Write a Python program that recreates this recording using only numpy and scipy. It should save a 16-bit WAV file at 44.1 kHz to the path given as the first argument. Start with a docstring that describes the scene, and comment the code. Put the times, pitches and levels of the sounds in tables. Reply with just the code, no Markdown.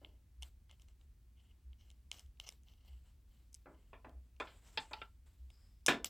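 """A small quiet room, close to a phone: a small screwdriver ticks in the screws of a folding knife held
over a tin tray, and steel scrapes and grinds. Brief contacts and stick-slip noise excite the tool's resonances.
Parts drop on the tray: blows and chatter ring its modes. The knife is turned over with a rattle of decaying
frame modes and laid down hard; fingers rub the handle as shaped noise, and a thin hiss comes once.
A far machine drones, rumbles and thumps through the floor, as wavering sines and noise, over a steady hiss."""
import sys
import numpy as np
from scipy import signal
from scipy.fft import rfft, irfft, next_fast_len
from scipy.io import wavfile
from scipy.ndimage import map_coordinates

SR = 44100
rng = np.random.default_rng(int(sys.argv[2]) if len(sys.argv) > 2 else 0)


def inscribe(sig):
    """Save sig as 16-bit PCM at rate SR to the path in sys.argv[1].

    A 1-D sig is mono; a 2-D sig holds one channel per row.
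    Samples are clipped to [-1, 1] before scaling.
    """
    pcm = np.round(np.clip(np.atleast_2d(sig).T, -1, 1) * 32767)
    wavfile.write(sys.argv[1], SR, pcm.astype(np.int16))


def how_loud(loudness_db):
    """Turn decibels into a plain amplitude multiplier (0 dB gives 1, 20 dB gives 10)."""
    steps = np.asarray(loudness_db, float) / 20
    return 10 ** steps


N = 268921  # samples, about 6.1 s


def unit(x):
    """Normalisation: scale to rms 1."""
    return x / np.sqrt(np.mean(x ** 2) + 1e-20)


def along(points, hz):
    """Linear interpolation of (f/Hz, value) points over logarithmic frequency."""
    f, value = np.transpose(points)
    return np.interp(np.log(hz + 1), np.log(f + 1), value)


def filtered(x, response):
    """Linear filtering: the spectrum of x times a complex frequency response."""
    m = 2 * next_fast_len(x.shape[-1] // 2 + 4096)
    spectrum = rfft(x, m) * response(np.fft.rfftfreq(m, 1 / SR))
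    return irfft(spectrum, m)[..., :x.shape[-1]]


def causal(points, hz):
    """Minimum-phase response of (f/Hz, level/dB) points, by folding the cepstrum onto positive time."""
    cepstrum = irfft(np.log(how_loud(along(points, hz))))
    cepstrum[1:len(hz) - 1] *= 2
    cepstrum[len(hz):] = 0
    return np.exp(rfft(cepstrum))


def noise(spectrum):
    """Subtractive synthesis: white noise coloured by (f/Hz, level/dB) points, rms 1."""
    return unit(filtered(rng.standard_normal(N), lambda hz: how_loud(along(spectrum, hz))))


def wobble(knots):
    """Slow random modulation: a smooth curve through so many random knots."""
    return map_coordinates(rng.standard_normal(knots), [np.linspace(0, knots - 1, N)])


def grit(n, spread_db):
    """Stick-slip grains: noise with a few much larger jolts."""
    return rng.standard_normal(n) * how_loud(spread_db * rng.exponential(size=n))


def between(modes, lo_hz, hi_hz):
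    """Band selection: the modes inside a frequency band."""
    return [m for m in modes if lo_hz <= m[0] < hi_hz]


def resonances(x, modes, scatter_db):
    """Modal superposition: x through causal second-order resonances, each at a new strength."""
    gains = how_loud(scatter_db * rng.standard_normal(len(modes)))

    def body(f):
        total = 0
        for k, ((centre, width, db), gain) in enumerate(zip(modes, gains)):
            resonance = 1j * f * width / (centre * centre - f * f + 1j * f * width)
            total = total + (-1) ** k * gain * how_loud(db) * resonance  # alternating polarity
        return total
    return filtered(x, body)


def ringing(x, modes, scatter_db):
    """Modal superposition normalised to rms 1."""
    return unit(resonances(x, modes, scatter_db))


def strokes(rows):
    """Envelopes that swell, hold and fade: one for the level, one more for each column relative to it."""
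    swell, hold, fade_db = 0.12, 0.19, 18  # shares of the length; loss at its end
    out, t = np.zeros((len(rows[0]) - 2, N)), np.arange(N) / SR
    for s, length, db, *relative_db in rows:
        u = (t - s) / max(length, .01)
        fade = np.clip((u - hold) / (1 - hold), 0, None) ** 2
        shape = np.clip(u / swell, 0, 1) * how_loud(-fade_db * fade)
        out += how_loud(db + np.array([0, *relative_db]))[:, None] * shape
    return out


def add(track, s, sound):
    """Superposition: mix a sound into the track at time s."""
    part = track[round(s * SR):][:len(sound)]
    part += sound[:len(part)]


# decay time of the tail, per frequency: f/Hz, t60/s
ROOM_DECAY = [(100, 0.11), (1000, 0.41), (3000, 0.12), (8000, 0.43), (15000, 0.16)]


def room(x):
    """Reverberation as decaying noise, per frequency, under a smooth fade that ends it early."""
    hz, t, z = signal.stft(rng.standard_normal(len(x)), SR, nperseg=256)
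    decay = how_loud(-60 * t / along(ROOM_DECAY, hz)[:, None] - (t / 0.025) ** 2)
    tail = signal.istft(z * decay, SR, nperseg=256)[1]
    late = np.pad(x, (180, 0))  # 4 ms
    return signal.fftconvolve(late, tail / np.linalg.norm(tail))[:len(x)]


# spectrum of the room's hiss: f/Hz, relative level per hertz/dB
HISS_SPECTRUM = [(180, -46.5), (300, -5.5), (343, -5.5), (447, -10.5), (486, -14), (749, -16),
                 (1390, -17.5), (2610, -17.5), (4020, -20), (15000, -23.5), (16000, -18.5)]


def hiss():
    """Stationary broadband noise fills the room."""
    return how_loud(-82) * noise(HISS_SPECTRUM)


# spectrum of the machine's dull rumble: f/Hz, relative level per hertz/dB
RUMBLE_SPECTRUM = [(12, -60.5), (20, -16), (41, -0.5), (59, -13), (73, -2), (87, -7), (107, -12),
                   (178, -23.5), (223, -21), (455, -43.5), (700, -45), (910, -46), (1540, -120)]
# a strong and a weak thump in every turn: first t/s, mean envelope level/dB
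TURN_THUMPS = [(0.418, -48), (1.023, -57.5)]


def machine():
    """Periodic forcing: a drone of wandering pitch and two thumps per turn, over a steady rumble."""
    turn_s, thump_hz, rise_s, fall_s = 1.252, 63.6, 0.031, .07
    t = np.arange(N) / SR
    drone_hz = 59 + 6 * wobble(knots=160)
    drone = np.sqrt(2) * np.sin(2 * np.pi * np.cumsum(drone_hz) / SR)
    drone = how_loud(-64 + 2 * wobble(knots=90)) * drone
    thumps = np.zeros(N)
    for first_s, db in TURN_THUMPS:
        late = (t - first_s + turn_s / 2) % turn_s - turn_s / 2  # s from the nearest thump
        swell = np.exp(-(late / np.where(late < 0, rise_s, fall_s)) ** 2)
        thumps += how_loud(db + wobble(knots=12)) * swell * np.sin(2 * np.pi * thump_hz * late)
    return drone + thumps + how_loud(-66.5) * noise(RUMBLE_SPECTRUM)


# knocks on the loose knife frame: t/s, level/dB, favoured f/Hz, share of the free ringing time
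FRAME_KNOCKS = [(3.658, -54, 1350, 0.65), (3.931, -51, 945, .6), (4.047, -48.5, 945, 0.87),
                (4.401, -50, 1400, .5), (4.418, -40, 1400, .6), (4.776, -37, 865, 0.68),
                (4.912, -53, 865, 0.63), (4.935, -33.5, 2600, 0.76), (5.017, -40.5, 1350, 0.52)]
# modes of the frame when left free: f/Hz, mean level/dB, t60/s
FRAME_MODES = [(432, -14.5, 0.25), (865, 2, 0.093), (945, 1, 0.032), (1350, -6, 0.17), (1427, -2, .05),
               (1960, -4, 0.052), (2330, -11.5, .06), (2630, 0.5, 0.017), (2620, -6, 0.034),
               (3300, -25, 0.063), (3600, -24, 0.045), (4040, -17, 0.074), (4800, -20, 0.076)]


def knocks():
    """Impulse response of a damped frame: all modes ring, most of all those that the grip leaves free."""
    favour_db, favour_octaves = 10, .1
    out, t = np.zeros(N), np.arange(SR // 4) / SR
    hz, level_db, t60 = np.transpose(FRAME_MODES)[..., None]
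    for s, db, free_hz, share in FRAME_KNOCKS:
        free_db = favour_db * np.exp(-(np.log2(hz / free_hz) / favour_octaves) ** 2)
        chance = rng.standard_normal((2, len(FRAME_MODES), 1))  # strength and phase
        start_db = level_db + free_db - favour_db + 2 * chance[0]
        ring = how_loud(start_db - 60 * t / (max(share, .1) * t60))
        # loose parts blur each pitch
        drift = np.cumsum(rng.standard_normal((len(FRAME_MODES), len(t))), axis=1) * .045
        ring = ring * np.sin(2 * np.pi * hz * t + chance[1] + drift)
        ring = ring.sum(axis=0) * (1 - np.exp(-t / .0008))  # soft onset
        add(out, s, how_loud(db) * (ring + how_loud(-8.5) * room(ring)))
    return out


# landings on the tray: t/s, peak level before the room/dB, hardness (level at 2.5 kHz)/dB,
# sizzle (level at 6.5 kHz)/dB, base t60/s
LANDINGS = [(0.015, -58, -22, -42, 0.35), (3.658, -49, -16, -54, 0.27), (3.931, -46, -6, -62, 0.15),
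            (4.045, -49.5, -11, -58, 0.25), (4.4, -30.5, -4, -28.5, 0.12), (4.471, -47.5, 2.5, -41, 0.23),
            (4.774, -25.5, 3.5, -25, 0.07), (4.911, -45.5, -11, -23, 0.15), (4.933, -33, 3.5, -17.5, 0.042),
            (4.975, -56, -18, -21, 0.061), (5.016, -36.5, 2, -62, 0.044), (5.882, -14.5, -2.3, -16, 0.18)]
# modes of the tray: f/Hz, width/Hz, mean level/dB
TRAY_MODES = [(90, 6, 1.5), (147, 106, 7.5), (198, 50.4, 8.5), (259, 34, 8.5), (464, 224, -2.5),
              (627, 97, 2), (888, 79, -4), (1012, 54, 0.5), (1415, 380, -3.5), (1780, 110, -2),
              (1996, 68, -2.5), (2410, 214, -0.5), (2812, 160, -0.5), (3214, 120, -7.5), (3560, 160, 2),
              (3600, 1300, -7.5), (5270, 120, -7), (5990, 1000, -9.5), (7660, 1260, 3.5),
              (10000, 2400, -8.5), (14100, 1300, -3.5)]


def drops():
    """Impact excitation: a blow and a dying chatter drive the tray's modes; high modes die first."""
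    out, t = np.zeros(N), np.arange(SR // 3) / SR
    edges_hz, lives = [0, 500, 1700, 5500, SR], (1.56, 1.115, 0.99, 0.68)  # lives: t60 factor of each band
    scatter_db, spread_db = 2, 2
    for s, db, hardness_db, sizzle_db, t60 in LANDINGS:
        boom_db = -19 + 62.5 * t60  # a sheet left free to ring long also booms more
        deep_db = boom_db - 6.5 + 0.18 * (db + 8.5)  # only a heavy blow moves the whole sheet
        bright_db = 3.0 * hardness_db + 0.29 * sizzle_db + 5.0
        colour = [(120, deep_db), (350, boom_db), (950, 0), (2500, hardness_db), (5000, bright_db),
                  (6500, sizzle_db), (15000, sizzle_db - 10)]
        chatter = grit(len(t), spread_db)
        chatter[0] = 12  # first contact
        hit = np.zeros(len(t))
        for k, life in enumerate(lives):
            decay = how_loud(-60 * t / (max(t60, .01) * life))
            shake = chatter * (decay + 0.05 * how_loud(-60 * t / 0.016))
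            hit += resonances(shake, between(TRAY_MODES, edges_hz[k], edges_hz[k + 1]), scatter_db)
        hit = filtered(hit, lambda hz: causal(colour, hz))
        add(out, s, how_loud(db) * (hit + how_loud(-12.5) * room(hit)) / np.abs(hit).max())
    return out


# the thin hiss near 5 kHz: start t/s, length/s, level/dB
SQUEAL_STROKES = [(5.48, 0.36, -80)]


def squeal():
    """Narrow-band noise under a stroke envelope: a thin hiss near 5 kHz."""
    band = [(4300, -29), (4900, -5.0), (5150, -1.0), (5400, -11.0), (6000, -43.0)]
    return strokes(SQUEAL_STROKES)[0] * noise(band)


# fingers sliding on the handle: start t/s, length/s, level/dB, dry crackle relative to it/dB
FINGER_RUBS = [(0.0, 0.15, -86, 1.5), (.41, 0.12, -74.5, 1.5), (.7, 0.11, -84, -2), (.8, 0.089, -88.5, 6),
               (.875, .09, -85, -7), (.98, 0.13, -91, -5), (1.36, 0.44, -90, -9), (1.78, 0.32, -89, 3.5),
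               (2.112, 0.15, -73, 2), (2.398, 0.11, -79, 4.5), (2.46, 0.14, -78, 4), (2.64, 0.23, -86.5, 3),
               (2.84, 0.24, -80, -2.5), (3.03, 0.24, -90, 1), (3.27, 0.29, -84.5, 0), (3.52, 0.16, -99, 17),
               (3.6, 1, -89, -7), (4.43, 0.26, -75.5, -5.5), (4.61, 0.3, -68.5, -13),
               (4.72, 0.057, -74.5, -14), (4.79, 0.14, -66, -20), (4.93, 0.26, -78.5, -5.5),
               (5.255, 0.093, -82.5, -1), (5.28, 0.63, -87.5, -1), (5.5, 0.44, -89.5, -3),
               (6.044, 0.047, -59.5, 8.5)]
# spectrum of skin on the handle: f/Hz, relative level per hertz/dB
SKIN_SPECTRUM = [(300, -2.5), (1000, -5.5), (3500, -9), (6300, -22), (7000, -8), (7800, -5), (8800, -12.5),
                 (10000, -19.5), (13000, -33), (16500, -59.5)]
# spectrum of the dry crackle of any contact: f/Hz, relative gain/dB
DUST_SPECTRUM = [(1500, -13.5), (4000, -1.5), (9000, -16.5), (11000, -11.5), (15000, -3), (16500, -54.5)]


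def rubbing(slips):
    """Sliding friction: fingers on the rough handle make fluctuating noise and a dry crackle of slips."""
    rub, dryness = strokes(FINGER_RUBS)
    dust = unit(filtered(slips, lambda hz: how_loud(along(DUST_SPECTRUM, hz))))
    return dryness * dust + rub * how_loud(3.8 * wobble(knots=200)) * noise(SKIN_SPECTRUM)


# modes in which knife and driver ring together: f/Hz, width/Hz, relative level of one pass/dB
TOOL_MODES = [(741, 430, 8.5), (1350, 100, 0.5), (2130, 230, -4), (2957, 650, 1), (4160, 1550, -6),
              (5100, 350, 3.5), (6170, 760, 6.5), (7260, 230, 7.5), (7720, 300, 5.5), (8860, 2100, 1),
              (10280, 90, -3), (10450, 1200, 3.5), (12200, 600, -7), (14100, 730, -12)]


def knife(x, scatter_db):
    """Cascaded resonance: two passes through the knife's main modes leave deep valleys between them."""
    modes = between(TOOL_MODES, 1800, 4600)
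    return ringing(resonances(x, modes, 0), modes, scatter_db)


# steel scraping on the knife: start t/s, length/s, level/dB, shank singing relative to it/dB
STEEL_SCRAPES = [(0.0, 0.19, -82.5, -16), (.422, 0.044, -77, -12), (.69, 0.056, -72, -17),
                 (.8, 0.051, -91, 4), (.87, .08, -89, 1), (1.35, 0.25, -84.5, -21), (1.78, 0.12, -81.5, -1),
                 (1.865, 0.15, -91, -6), (2.113, .13, -75, 5.5), (2.4, 0.076, -77, 0),
                 (2.43, 0.058, -73.5, -5), (2.462, 0.048, -64.5, 3), (2.66, 0.14, -81.5, -4),
                 (2.78, 0.11, -84.5, -16), (2.86, 0.15, -80.5, -16), (3.045, 0.071, -82.5, -22),
                 (3.3, .18, -92, -11), (3.72, 0.24, -88, -20.5), (4.44, 0.1, -72.5, -10),
                 (4.63, 0.21, -94, 16), (4.78, 0.13, -74.5, -2.5), (4.945, 0.15, -70, -24),
                 (5.864, .04, -61.5, 13), (6.044, .07, -67, 9)]


def scraping(slips):
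    """Friction-driven resonance: slips of steel scraping on the knife grind in its modes; the shank sings."""
    scrape, song = strokes(STEEL_SCRAPES)
    grind = how_loud(-6.5) * ringing(slips, between(TOOL_MODES, 0, 1800), 0)
    for centre, width, db in between(TOOL_MODES, 1800, 4600):
        mode = [(centre, width, 0)]
        grip = how_loud(1.76 * db + 1.7 * wobble(knots=90))  # each mode comes and goes as the grip shifts
        grind = grind + grip * ringing(resonances(slips, mode, 0), mode, 0)
    shrill = ringing(slips, between(TOOL_MODES, 4600, 6600), 0)
    return scrape * grind + song * shrill


def friction():
    """Stick-slip: one train of slips feeds both the scraping steel and the dry crackle of the fingers."""
    slips = how_loud(2.5 * wobble(knots=600)) * grit(N, 1.5)  # slips swell about 100 times a second
    return rubbing(slips) + scraping(slips) + squeal()


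# bit against screw: t/s, peak level of the knife's main modes/dB, handle and steel settings/dB
# (offset for each band in ticks), contact time/ms
BIT_TICKS = [(0.0471, -40, -18.5, -50, 0.79), (0.4227, -43, -24, -6, 1.8), (0.4286, -40.5, -20, -9.5, 4.2),
             (0.6955, -60.5, -8, -20, 1.2), (0.7118, -52, -14, -8, 0.47), (0.7258, -67, -2, -16, 3.9),
             (0.7966, -63, -15, -7, 1.6), (0.8181, -60, -18, -0.5, 2.9), (0.8842, -62, -17, -3.5, 2.04),
             (1.0116, -63.5, -14.5, -24, 1.6), (1.4007, -65.5, -15, -23, 1.4), (1.731, -57, -18, -38, 0.29),
             (1.8093, -62, -32, -15, 3.1), (1.9021, -53.5, -29, -5, 1.2), (1.9134, -62.5, -10, -1, 1.1),
             (2.1146, -30.5, -24.5, -8, 1.05), (2.1424, -52.5, -10, -9, 0.57), (2.182, -55.5, -15, -6, 5.7),
             (2.1934, -53.5, -37, 5, 2), (2.261, -67.5, -22, -4, 1.9), (2.371, -70, -22, -25, 2.9),
             (2.3991, -34, -20, -13, 0.99), (2.4644, -65, -15, -4, 3.8), (2.4804, -50, -33, -9, 1),
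             (2.4892, -41, -14, 2, 1.4), (2.5228, -58, -11, -3, 1.5), (2.6335, -74, -15, 7.5, 1.5),
             (2.6837, -57, -37, -22, 1.5), (2.7356, -63, -15, -14, 2.8), (2.8486, -70.5, 0.5, -3, 0.61),
             (3.5282, -80.5, -15, 20, 3.7), (3.5433, -63.5, -48, 21.5, 0.96), (3.5477, -59, -49, 11.5, 0.9),
             (4.0926, -77, 14, -20, 4.5), (4.362, -66.5, -19, -12, 5.3), (5.5014, -57.5, -14, -10, 3.6),
             (5.8624, -27.5, -15.5, 6, 1.36), (5.8668, -35.5, -16, 5.5, 4.3),
             (6.044, -30.5, -12.5, 1.5, 2.5), (6.0954, -28, -11, -2.5, 1.5)]


def ticks():
    """Impact excitation: a brief contact rings handle, knife, shank and tip; the tray below echoes."""
    out, t = np.zeros(N), np.arange(SR // 4) / SR
    scatter_db = 1.5
    handle = between(TOOL_MODES, 0, 1800)
    shank = between(TOOL_MODES, 4600, 9000)
    tip = between(TOOL_MODES, 9000, SR)
    for s, db, handle_db, steel_db, ms in BIT_TICKS:
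        u = 1000 * t / max(ms, .2)
        contact = u * np.exp(-2.2 * u * u) * grit(len(t), scatter_db)
        tick = knife(contact, scatter_db)
        tick = tick / np.abs(tick).max()
        size = np.sqrt(np.mean(tick ** 2))  # the other parts are set against the knife's rms
        tick = tick + size * how_loud(handle_db + 5.0) * ringing(contact, handle, scatter_db)
        tick = tick + size * how_loud(steel_db + 3.0) * ringing(contact, shank, scatter_db)
        tick = tick + size * how_loud(steel_db - 5) * ringing(contact, tip, scatter_db)
        echo = how_loud(-19) * np.roll(tick, round(SR / 80))  # 12 ms late
        add(out, s, how_loud(db) * (tick + echo + how_loud(-25.0) * room(tick)))
    return out


def scene():
    """Level-difference panning: the hands a little left of the phone, the machine slightly left."""
    hands = (ticks() + friction()) * how_loud([[.6], [-.6]])
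    far_machine = machine() * how_loud([[.12], [-.12]])
    return hands + drops() + knocks() + far_machine + hiss()


def band_limit(x):
    """A steep low-pass at the top of the band."""
    return signal.sosfilt(signal.butter(12, 16380, fs=SR, output="sos"), x)


# unlike part of the two ports: f/Hz, level relative to the common sound/dB
PORT_DIFFERENCE = [(100, -38), (300, -29), (700, -28), (1500, -29), (3000, -27), (6000, -23), (14000, -19)]
# spectrum of the hiss that is opposite in the two ports: f/Hz, relative level per hertz/dB
SIDE_HISS_SPECTRUM = [(15, -67), (25, -8.5), (64, 0.5), (175, -11.5), (223, -2), (451, -23), (489, -18.5),
                      (659, -26), (4030, -26), (16000, -26.5)]


def record(dry):
    """Diffraction at two close ports: nearly the same sound in both, with a little opposite scatter and hiss."""
    mid = dry.mean(axis=0)
    scatter = np.exp(-np.arange(2000) / 150) * rng.standard_normal(2000)  # paths around the phone's body
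    scatter = scatter / np.linalg.norm(scatter)
    apart = filtered(mid, lambda hz: how_loud(along(PORT_DIFFERENCE, hz)) * rfft(scatter, 2 * len(hz) - 1))
    side = apart + how_loud(-85.5) * noise(SIDE_HISS_SPECTRUM)
    return band_limit(dry + [side, -side])


dry = scene()
out = record(dry)
inscribe(out)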